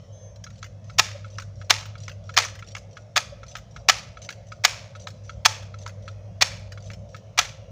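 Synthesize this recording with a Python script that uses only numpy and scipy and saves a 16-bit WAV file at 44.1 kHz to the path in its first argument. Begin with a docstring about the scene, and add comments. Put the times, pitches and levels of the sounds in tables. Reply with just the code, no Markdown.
"""A lever-action BB rifle is cocked nine times outdoors, close to a small microphone.
Each stroke: the long lever unlatches with a knock, slides open, clicks at full swing, knocks on the
way back and slams shut. Blows are noise chatter plus ringing modes; slides are trains of slips.
Loose shot rattles as clumped noise and single hits, and the yard answers with a scattered noise tail.
A far two-tone engine, rumble and leaves lie under it all, with a thin whistle and two soft hoots."""
import sys
import numpy as np
from scipy import signal
from scipy.fft import rfft, irfft, next_fast_len
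from scipy.io import wavfile
from scipy.ndimage import uniform_filter1d, map_coordinates

SR = 44100
rng = np.random.default_rng(int(sys.argv[2]) if len(sys.argv) > 2 else 0)


def wav_out(sig):
    """Save sig, one row per channel (or a flat mono array), as 16-bit PCM at SR to the path in sys.argv[1]."""
    wavfile.write(sys.argv[1], SR, np.round(np.clip(np.atleast_2d(sig).T, -1, 1) * 32767).astype(np.int16))


N = 340011  # length in samples

# One swing of the lever, out and back. Each row: unlatching in seconds, its level in dB,
# slide level in dB, catch in seconds, its level in dB, return knock in seconds, its level in dB.
STROKES = [(.4653, -32, -63, .629, -30.5, .8974, -33), (1.2441, -34.5, -57, 1.3848, -25.5, 1.6142, -32),
           (1.953, -34.5, -50, 2.0817, -28, 2.2917, -29), (2.6239, -31.5, -50, 2.7514, -25.5, 2.9687, -29),
           (3.4311, -31, -49.5, 3.5542, -26, 3.7623, -27.5),
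           (4.1704, -32, -45.5, 4.2906, -25, 4.5191, -28.5),
           (4.9511, -31.5, -51.5, 5.0719, -26, 5.2934, -27.5),
           (5.7404, -33.5, -51.5, 5.8635, -28, 6.0781, -27),
           (6.7745, -32, -53.5, 6.9027, -33.5, 7.1447, -30)]
# The lever slams shut. Each row: main blow in seconds, lead of the latch in seconds, latch level in dB,
# blow level in dB, rebound delay in seconds, rebound level in dB, brightness in dB per octave,
# rattle level in dB, rattle t60 in seconds.
SLAMS = [(.9937, .0076, -6.5, -0.5, .003, -8.5, 1.25, -28, 0.52),
         (1.7054, 0.0055, -10.5, -0.5, .0025, -6.5, 1, -23.5, 0.38),
         (2.3749, 0.0068, -9.5, -2.5, .0108, -6, .8, -17, 0.29),
         (3.168, .0059, -9, -5.5, .0082, -6, 0.15, -22, 0.16),
         (3.8955, .0085, -2, -2.5, .0024, -3, 0.5, -25, 0.41),
         (4.6486, .0074, -14, -3, .0021, -1.5, 1.3, -26, .53),
         (5.4584, .0057, -5.5, 0.5, .003, -7.5, 1, -27.5, .45),
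         (6.421, .008, -9.5, -3, .003, -4.5, 1.47, -27.5, 0.5),
         (7.3882, .0091, -11.5, -4.5, .003, -3, 0.6, -23, .31)]
# Modes of the lever. Each row: frequency in Hz, relative level in dB, t60 in seconds.
LEVER_MODES = [(1301, -1.5, 0.048), (1406, -6, 0.057), (1645, -4.5, 0.018), (2210, -6.5, 0.027),
               (2620, -13.5, 0.029), (3370, -11.5, 0.029), (4040, -7.5, 0.018), (5980, -18, 0.032)]
# Colours of a hard click, of gritty rubbing and of the shot. Each row: frequency in Hz, level in dB.
CLICK_COLOUR = [(300, -41.5), (800, -1.5), (1300, 1.5), (2300, 2), (3300, -3.5), (6000, -3.5),
                (16000, -18.5)]
GRIT_COLOUR = [(800, -23), (2000, -8), (4000, 0.5), (5000, 0), (6500, -2.5), (7400, 3), (10000, -7.5),
               (16000, -12.5)]
SHOT_COLOUR = [(300, -22.5), (520, -1.5), (750, -3.5), (1400, -0.5), (2300, 4.5), (3200, -1), (6500, -0.5),
               (9000, 1), (16000, -7.5)]


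def amp(db):
    """Decibels to gain."""
    return 10 ** (np.asarray(db) / 20)


def unit(x):
    """Scale to rms 1."""
    return x / np.sqrt(np.mean(x ** 2) + 1e-20)


def along(points, hz):
    """Read (Hz, value) points on a log axis."""
    f, v = np.transpose(points)
    return np.interp(np.log(hz + 1), np.log(f + 1), v)


def curve(rows):
    """Read (seconds, value) rows at every sample."""
    return np.interp(np.arange(N) / SR, *np.transpose(rows))


def wobble(rate):
    """A smooth random curve, rate knots a second."""
    knots = rng.standard_normal(int(N * rate / SR) + 4)
    return map_coordinates(knots, [np.arange(N) * rate / SR])


def coloured(x, points):
    """Causal (minimum-phase) filter with the given (Hz, dB) shape."""
    m = 2 * next_fast_len(len(x) // 2 + 2048)
    cepstrum = irfft(np.log(amp(along(points, np.fft.rfftfreq(m, 1 / SR)))))
    # fold the cepstrum forward in time so that nothing sounds before the blow
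    cepstrum[1:m // 2] *= 2
    cepstrum[m // 2 + 1:] = 0
    return irfft(rfft(x, m) * np.exp(rfft(cepstrum)))[:len(x)]


def noise(points):
    """Coloured noise of rms 1."""
    return unit(coloured(rng.standard_normal(N), points))


def patchy(x, depth_db):
    """Let narrow bands of a noise swell and sink on their own."""
    z = signal.stft(x, nperseg=1024)[2]
    across_bands = uniform_filter1d(rng.standard_normal(z.shape), size=5, axis=0)
    field = uniform_filter1d(across_bands, size=14, axis=1)
    return unit(signal.istft(z * amp(depth_db * unit(field)))[1][:N])


def add(track, s, x):
    """Mix x into the track at s seconds."""
    i = max(round(s * SR), 0)
    track[i:i + len(x)] += x[:max(N - i, 0)]


def strength(x):
    """Scale a blow so that its first 3 ms have rms 1."""
    return x / np.sqrt(np.mean(x[:3 * SR // 1000] ** 2) + 1e-20)


def ring(modes, scatter_db, grip_detune=.01):
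    """A struck part: each blow shares its energy anew among modes that grip and lever angle shift."""
    t = np.arange(SR // 8) / SR
    hz, db, t60 = np.transpose(modes)[:, :, None]
    size, detune, sign = rng.standard_normal((3, len(modes), 1))
    pitch = hz * (1 + grip_detune * detune)
    waves = np.sign(sign) * np.sin(2 * np.pi * pitch * t)
    decay = amp(db + scatter_db * size - 60 * t / t60)
    onset = 1 - np.exp(-t / 0.00042)
    return strength(np.sum(decay * waves, 0) * onset)


def crack(points, contact, t60, ripple_db):
    """Two faces chatter while they touch; the spot that is hit decides which dense high modes ring on."""
    t = np.arange(SR // 8) / SR
    hz = np.arange(300, 16000, 220)
    ripple = ripple_db * rng.standard_normal(len(hz))
    colour = np.column_stack([hz, along(points, hz) + ripple])
    chatter = rng.standard_normal(len(t)) * amp(-60 * np.maximum(t - contact, 0) / t60)
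    return strength(coloured(chatter, np.vstack([(100, points[0][1] - 6), colour])))


def background(hum_hz=100.0, throb_hz=8):
    """A far engine with two beating tones, low outdoor rumble and a hush of leaves."""
    # Engine hum and outdoor rumble over time. Each row: time in seconds, level in dB before the gain below.
    engine_level, rumble_level = [(0.0, -49.5), (0.97, -44), (1.24, -40), (2.36, -42), (3.26, -53.5),
                                  (3.71, -56), (5.84, -41), (6.94, -41.5), (7.32, -51.5), (7.71, -48.5)], [(0.0, -55.5), (3.18, -55.5), (6.96, -52.5), (7.39, -54),
                                                  (7.71, -52.5)]
    # Colours of the rumble and the leaves. Each row: frequency in Hz, level in dB.
    rumble_colour, leaf_colour = [(20, -35.5), (35, -22.5), (48, -4), (58, 2.5), (68, -1.5), (90, -4.5),
                                  (125, -1.5), (160, -3.5), (200, -9), (250, -22.5), (390, -26.5),
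                                  (460, -16), (550, -7), (680, -13.5), (820, -26.5), (1100, -31.5),
                                  (2000, -54)], [(300, -19.5), (900, 1.5), (1350, 2.5), (1800, 2.5),
                                                    (3000, 1), (4500, -3.5), (5800, 3), (7000, -3),
                                                    (10000, -1.5), (13000, -2), (16000, -6)]
    hum_gain_db, rumble_gain_db, throb_db = 4.5, 9, -46
    t = np.arange(N) / SR
    turn = 2 * np.pi * hum_hz * t + wobble(4)
    beat = 2 * np.pi * throb_hz * t + 1.3 * wobble(3)
    hum = amp(curve(engine_level) + hum_gain_db) * (np.sin(turn) + amp(-25.5) * np.sin(2 * turn))
    throb = amp(throb_db) * np.sin(turn + beat)  # the second tone beats against the hum
    rumble = amp(curve(rumble_level) + rumble_gain_db) * patchy(noise(rumble_colour), depth_db=2.3)
    leaves = amp(-62.5 + 1.4 * wobble(3)) * patchy(noise(leaf_colour), depth_db=3.3)
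    return hum + throb + rumble + leaves


def whistles(at_s=.114, hold_s=.17):
    """A thin, faint whistle of wavering partials swells, holds and fades."""
    # Partials of the whistle. Each row: frequency in Hz, level in dB.
    partials = [(6270, -55.5), (8861, -65), (3350, -69)]
    t = np.arange(N) / SR - at_s
    swell = np.clip(t / 0.019, 0, 1) * amp(-60 * np.maximum(t - hold_s, 0) / 0.37)
    tone = 0
    for hz, db in partials:
        tone = tone + amp(db + 2 * wobble(30)) * np.sin(2 * np.pi * hz * t + .9 * wobble(70))
    return swell * tone


def tick():
    """One brief contact of a small loose part."""
    # Colour of a small part. Each row: frequency in Hz, level in dB.
    tiny_colour = [(600, -22), (1500, 4.5), (4000, -4), (6500, -0.5), (9000, -3), (16000, -1)]
    return crack(tiny_colour, contact=.001, t60=.055, ripple_db=5)


def jiggle(count=4, faint_db=-57, spread_db=9):
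    """Loose parts tick: a few clear ones, and faint ones at random while the lever swings open. The loud one at
    2.449 s is a second, lighter contact of the slam just before it."""
    # Clear ticks of loose parts, plus at 2.449 s a second light contact of the slam. # Each row: start in
    # seconds, level in dB.
    clear_ticks = [(.3591, -44.5), (.4394, -35), (.5034, -48), (1.855, -37.5), (2.3401, -35.5),
                   (2.449, -24), (2.5526, -38), (2.5905, -38), (5.6261, -43), (6.7205, -35.5),
                   (6.9341, -38), (7.1646, -40)]
    out = np.zeros(N)
    for s, db in clear_ticks:
        add(out, s, amp(db) * tick())
    for unlatch, _, _, catch, _, _, _ in STROKES:
        for share, size in rng.random((count, 2)):
            grit = crack(GRIT_COLOUR, contact=.002, t60=.05, ripple_db=6)
            add(out, unlatch + share * (catch - unlatch), amp(faint_db + spread_db * size) * grit)
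    return out


def yard(x, delay=0.015, build=0.0063):
    """Porch and trees scatter a sound back as a decaying noise tail, new at each call as the rifle moves."""
    # Colour of the echo. Each row: frequency in Hz, level in dB.
    echo_colour = [(200, -1.5), (520, 0.5), (900, -1), (1600, -5.5), (2300, -2.5), (4000, 0.5), (6500, 4),
                   (10000, 9.5), (16000, -3)]
    # Decay of the echo. Each row: frequency in Hz, t60 in seconds.
    echo_decay = [(200, .4), (1000, 0.63), (2500, 0.57), (6000, 0.41), (9000, 0.27), (15000, 0.31)]
    hz, t, z = signal.stft(rng.standard_normal(2 * SR // 3), SR, nperseg=256)
    level_db = along(echo_colour, hz)[:, None] - 60 * t / along(echo_decay, hz)[:, None]
    tail = signal.istft(z * amp(level_db), SR)[1]
    tail *= np.clip((np.arange(len(tail)) / SR - delay) / build, .3, 1)  # weaker before it builds up
    return signal.fftconvolve(x, tail / np.linalg.norm(tail))


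def knocks():
    """The linkage takes up its play out and back: dull taps that ring the lever, each with a faint rebound."""
    unlatch_treble_db, return_treble_db = -20, -14  # hard edge of the two knocks
    out = np.zeros(N)
    grip = 1 - np.exp(-np.arange(SR // 8) / SR / .0012)  # the hand cushions the contact
    for unlatch, unlatch_db, _, _, _, back, back_db in STROKES:
        for s, db, treble_db in [(unlatch, unlatch_db, unlatch_treble_db), (back, back_db, return_treble_db)]:
            edge = crack(CLICK_COLOUR, contact=.002, t60=.05, ripple_db=4.5)
            tap = amp(-5.5) * ring(LEVER_MODES, scatter_db=1.0) + amp(treble_db) * edge
            add(out, s, amp(db) * grip * tap)
            click = crack(CLICK_COLOUR, contact=.002, t60=.04, ripple_db=4.5)
            rebound = amp(-20) * click + amp(-15.0) * ring(LEVER_MODES, scatter_db=5.5)
            add(out, s + .003 + 0.0045 * rng.random(), amp(db) * rebound)
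    return out


def scrapes():
    """The sliding linkage sticks and slips, out and back; each slip rings a shrill resonance and grit."""
    slide_from, slide_to = 0.39, .78  # share of the opening swing in which steel rubs on steel
    slide_hz, slip_s = 5980, 0.0055  # shrill resonance of the linkage, mean time between slips
    back_s, back_db, back_hz = .11, -60.5, 5800  # lighter rubbing around the return knock
    drift = 0.036  # relative spread of the shrill pitch from slide to slide
    breakaway_db, scatter_db = 6.5, 4  # boost of the first slip, random spread of the others
    out = np.zeros(N)
    t = np.arange(SR // 8) / SR
    envelope = amp(-60 * t / .045) * (1 - np.exp(-t / .001))
    for unlatch, _, slide_db, catch, _, back, _ in STROKES:
        swing = catch - unlatch
        opening = (unlatch + slide_from * swing, unlatch + slide_to * swing, slide_db, slide_hz)
        closing = (back - back_s / 2, back + back_s / 2, back_db, back_hz)
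        for begin, end, db, hz in (opening, closing):
            pitch = hz * (1 + drift * rng.standard_normal())
            for k, start in enumerate(np.arange(begin, end, slip_s)):
                late, size, detune = rng.standard_normal(3)
                shrill = strength(np.sin(2 * np.pi * pitch * (1 + .025 * detune) * t) * envelope)
                grit = crack(GRIT_COLOUR, contact=.002, t60=.03, ripple_db=6)
                slip_db = db + (breakaway_db if k == 0 else scatter_db * size)
                slip = amp(-6.5) * shrill + amp(-3.5) * grit
                add(out, start + .0015 * late, amp(slip_db) * slip)
    return out


def catches():
    """The cocking catch snaps in at full swing, rings the lever, and loose parts bounce after it."""
    # Bounces after every catch. Each row: mean delay in seconds, level in dB relative to the catch.
    bounces = [(0.0126, -7.5), (.031, -13.5)]
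    out = np.zeros(N)
    for _, _, _, s, db, _, _ in STROKES:
        snap = crack(CLICK_COLOUR, contact=.002, t60=.03, ripple_db=4)
        catch = amp(-6.5) * ring(LEVER_MODES, scatter_db=6.5) + amp(-5.5) * snap
        add(out, s - .001, amp(db) * catch)
        for delay, bounce_db in bounces:
            add(out, s + delay * (1 + .1 * rng.standard_normal()), amp(db + bounce_db) * tick())
    return out


def slams():
    """The lever grazes the latch, strikes it, hits the receiver and rebounds once before it seats."""
    # Modes of receiver and barrel tube. Each row: frequency in Hz, relative level in dB, t60 in seconds.
    receiver_modes = [(312, -25, 0.021), (734, -7, 0.043), (879, -14, 0.058), (1207, -4.5, 0.033),
                      (1301, -1, 0.051), (1697, -7, 0.048), (1929, -4.5, 0.037), (2251, 0, 0.029),
                      (2421, 0.5, 0.033), (2840, -11.5, 0.019), (3437, -2.5, 0.024), (3590, -5.5, 0.029),
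                      (4210, -2.5, 0.016), (4874, -4, 0.029), (5520, -3.5, 0.022), (5720, -5.5, 0.014)]
    # Colour of steel on steel. Each row: frequency in Hz, level in dB.
    steel_colour = [(120, -43.5), (230, -32), (320, -17.5), (420, -20), (560, -7.5), (750, -1.5),
                    (1300, -1), (2400, -0.5), (3200, -2.5), (6000, -4), (16000, -6)]
    graze_lead_s, graze_db = .0032, -21.5  # the graze comes just before the latch
    out = np.zeros(N)
    for s, lead, latch_db, blow_db, rebound, rebound_db, brightness, _, _ in SLAMS:
        contacts = [(s - lead - graze_lead_s, graze_db), (s - lead, latch_db),
                    (s, blow_db), (s + rebound, rebound_db)]
        tilt = [(500, -2 * brightness), (8000, 2 * brightness)]  # four octaves
        for start, db in contacts:
            steel = crack(steel_colour, contact=.002, t60=.025, ripple_db=1.5)
            blow = amp(-4.0) * steel + amp(-11.0) * ring(receiver_modes, scatter_db=0.5)
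            blow = amp(db) * coloured(blow, tilt)
            add(out, start, blow)
            add(out, start, amp(-20) * yard(blow))
    return out


def rattle(delay_s=0.0018, spring_db=-26):
    """After a slam the loose shot keeps buzzing in tiny clumped contacts and the spring sings faintly."""
    # Modes of the mainspring. Each row: frequency in Hz, relative level in dB, t60 in seconds.
    spring_modes = [(873, -10.5, .25), (12420, -17, .3)]
    out = np.zeros(N)
    t = np.arange(2 * SR // 3) / SR
    knots = t[::SR // 350]
    for s, _, _, blow_db, *_, db, t60 in SLAMS:
        clumps = np.interp(t, knots, rng.standard_normal(len(knots)))
        buzz = unit(coloured(rng.standard_normal(len(t)) * amp(3.5 * clumps), SHOT_COLOUR))
        dull = coloured(buzz, [(6500, -1.5), (9500, -11)])
        buzz = dull + (buzz - dull) * np.exp(-t / 0.18)  # gentler contacts lose their treble
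        spring = 0
        for hz, level, decay in spring_modes:
            fade = amp(level + rng.normal(0, 4.8) - 60 * t / decay)
            spring = spring + fade * np.sin(2 * np.pi * hz * t)
        add(out, s + delay_s, amp(db - 60 * t / t60) * buzz * np.clip(t / .02, 0, 1))
        add(out, s, amp(blow_db + spring_db) * spring)  # in proportion to the blow
    return out


def pellets(count=10, relative_db=-3, scatter_db=2.5):
    """Single pellets strike the tube and stand out of the buzz, on the whole more weakly as the shot settles."""
    out = np.zeros(N)
    for s, *_, db, t60 in SLAMS:
        for share, size in zip(rng.uniform(.05, .5, count), rng.standard_normal(count)):
            hit = crack(SHOT_COLOUR, contact=.001, t60=.025, ripple_db=5)
            hit_db = db + relative_db + scatter_db * size - 60 * share
            add(out, s + share * t60, amp(hit_db) * hit)
    return out


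def hoots():
    """Brief soft hollow tones, plain sines, swell and fade in the background."""
    # Each row: time of the peak in seconds, frequency in Hz, level in dB.
    hoot_tones = [(1.158, 570, -34.5), (3.331, 568, -34.5)]
    t = np.arange(N) / SR
    return sum(amp(db) * np.exp(-((t - s) / 0.0087) ** 2) * np.sin(2 * np.pi * hz * t)
               for s, hz, db in hoot_tones)


def scene():
    """The rifle, its echo and the outdoor background."""
    handling = knocks() + catches() + scrapes() + jiggle()
    echo = amp(-16.5) * yard(handling)[:N]  # the slams bring their own echo
    rifle = slams() + rattle() + pellets() + handling + echo
    return (rifle + whistles() + hoots() + background())[None]


def record(dry, top_hz=16400):
    """A small microphone, dull above 7 kHz, that overloads on the hardest blows; nothing passes top_hz."""
    # Response of the microphone. Each row: frequency in Hz, level in dB.
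    response = [(6400, -0.5), (7200, -6), (8200, -16.5), (10000, -21.5), (12000, -27), (13800, -26.5),
                (14900, -15), (15400, -17.5), (15900, -47)]
    x = coloured(dry[0], response)
    x = x / (1 + np.abs(x) ** 6) ** (1 / 6)  # soft overload
    m = next_fast_len(N + SR // 4)
    passed = np.fft.rfftfreq(m, 1 / SR) < top_hz
    return irfft(rfft(x, m) * passed, m)[None, :N]


dry = scene()
out = record(dry)
wav_out(out)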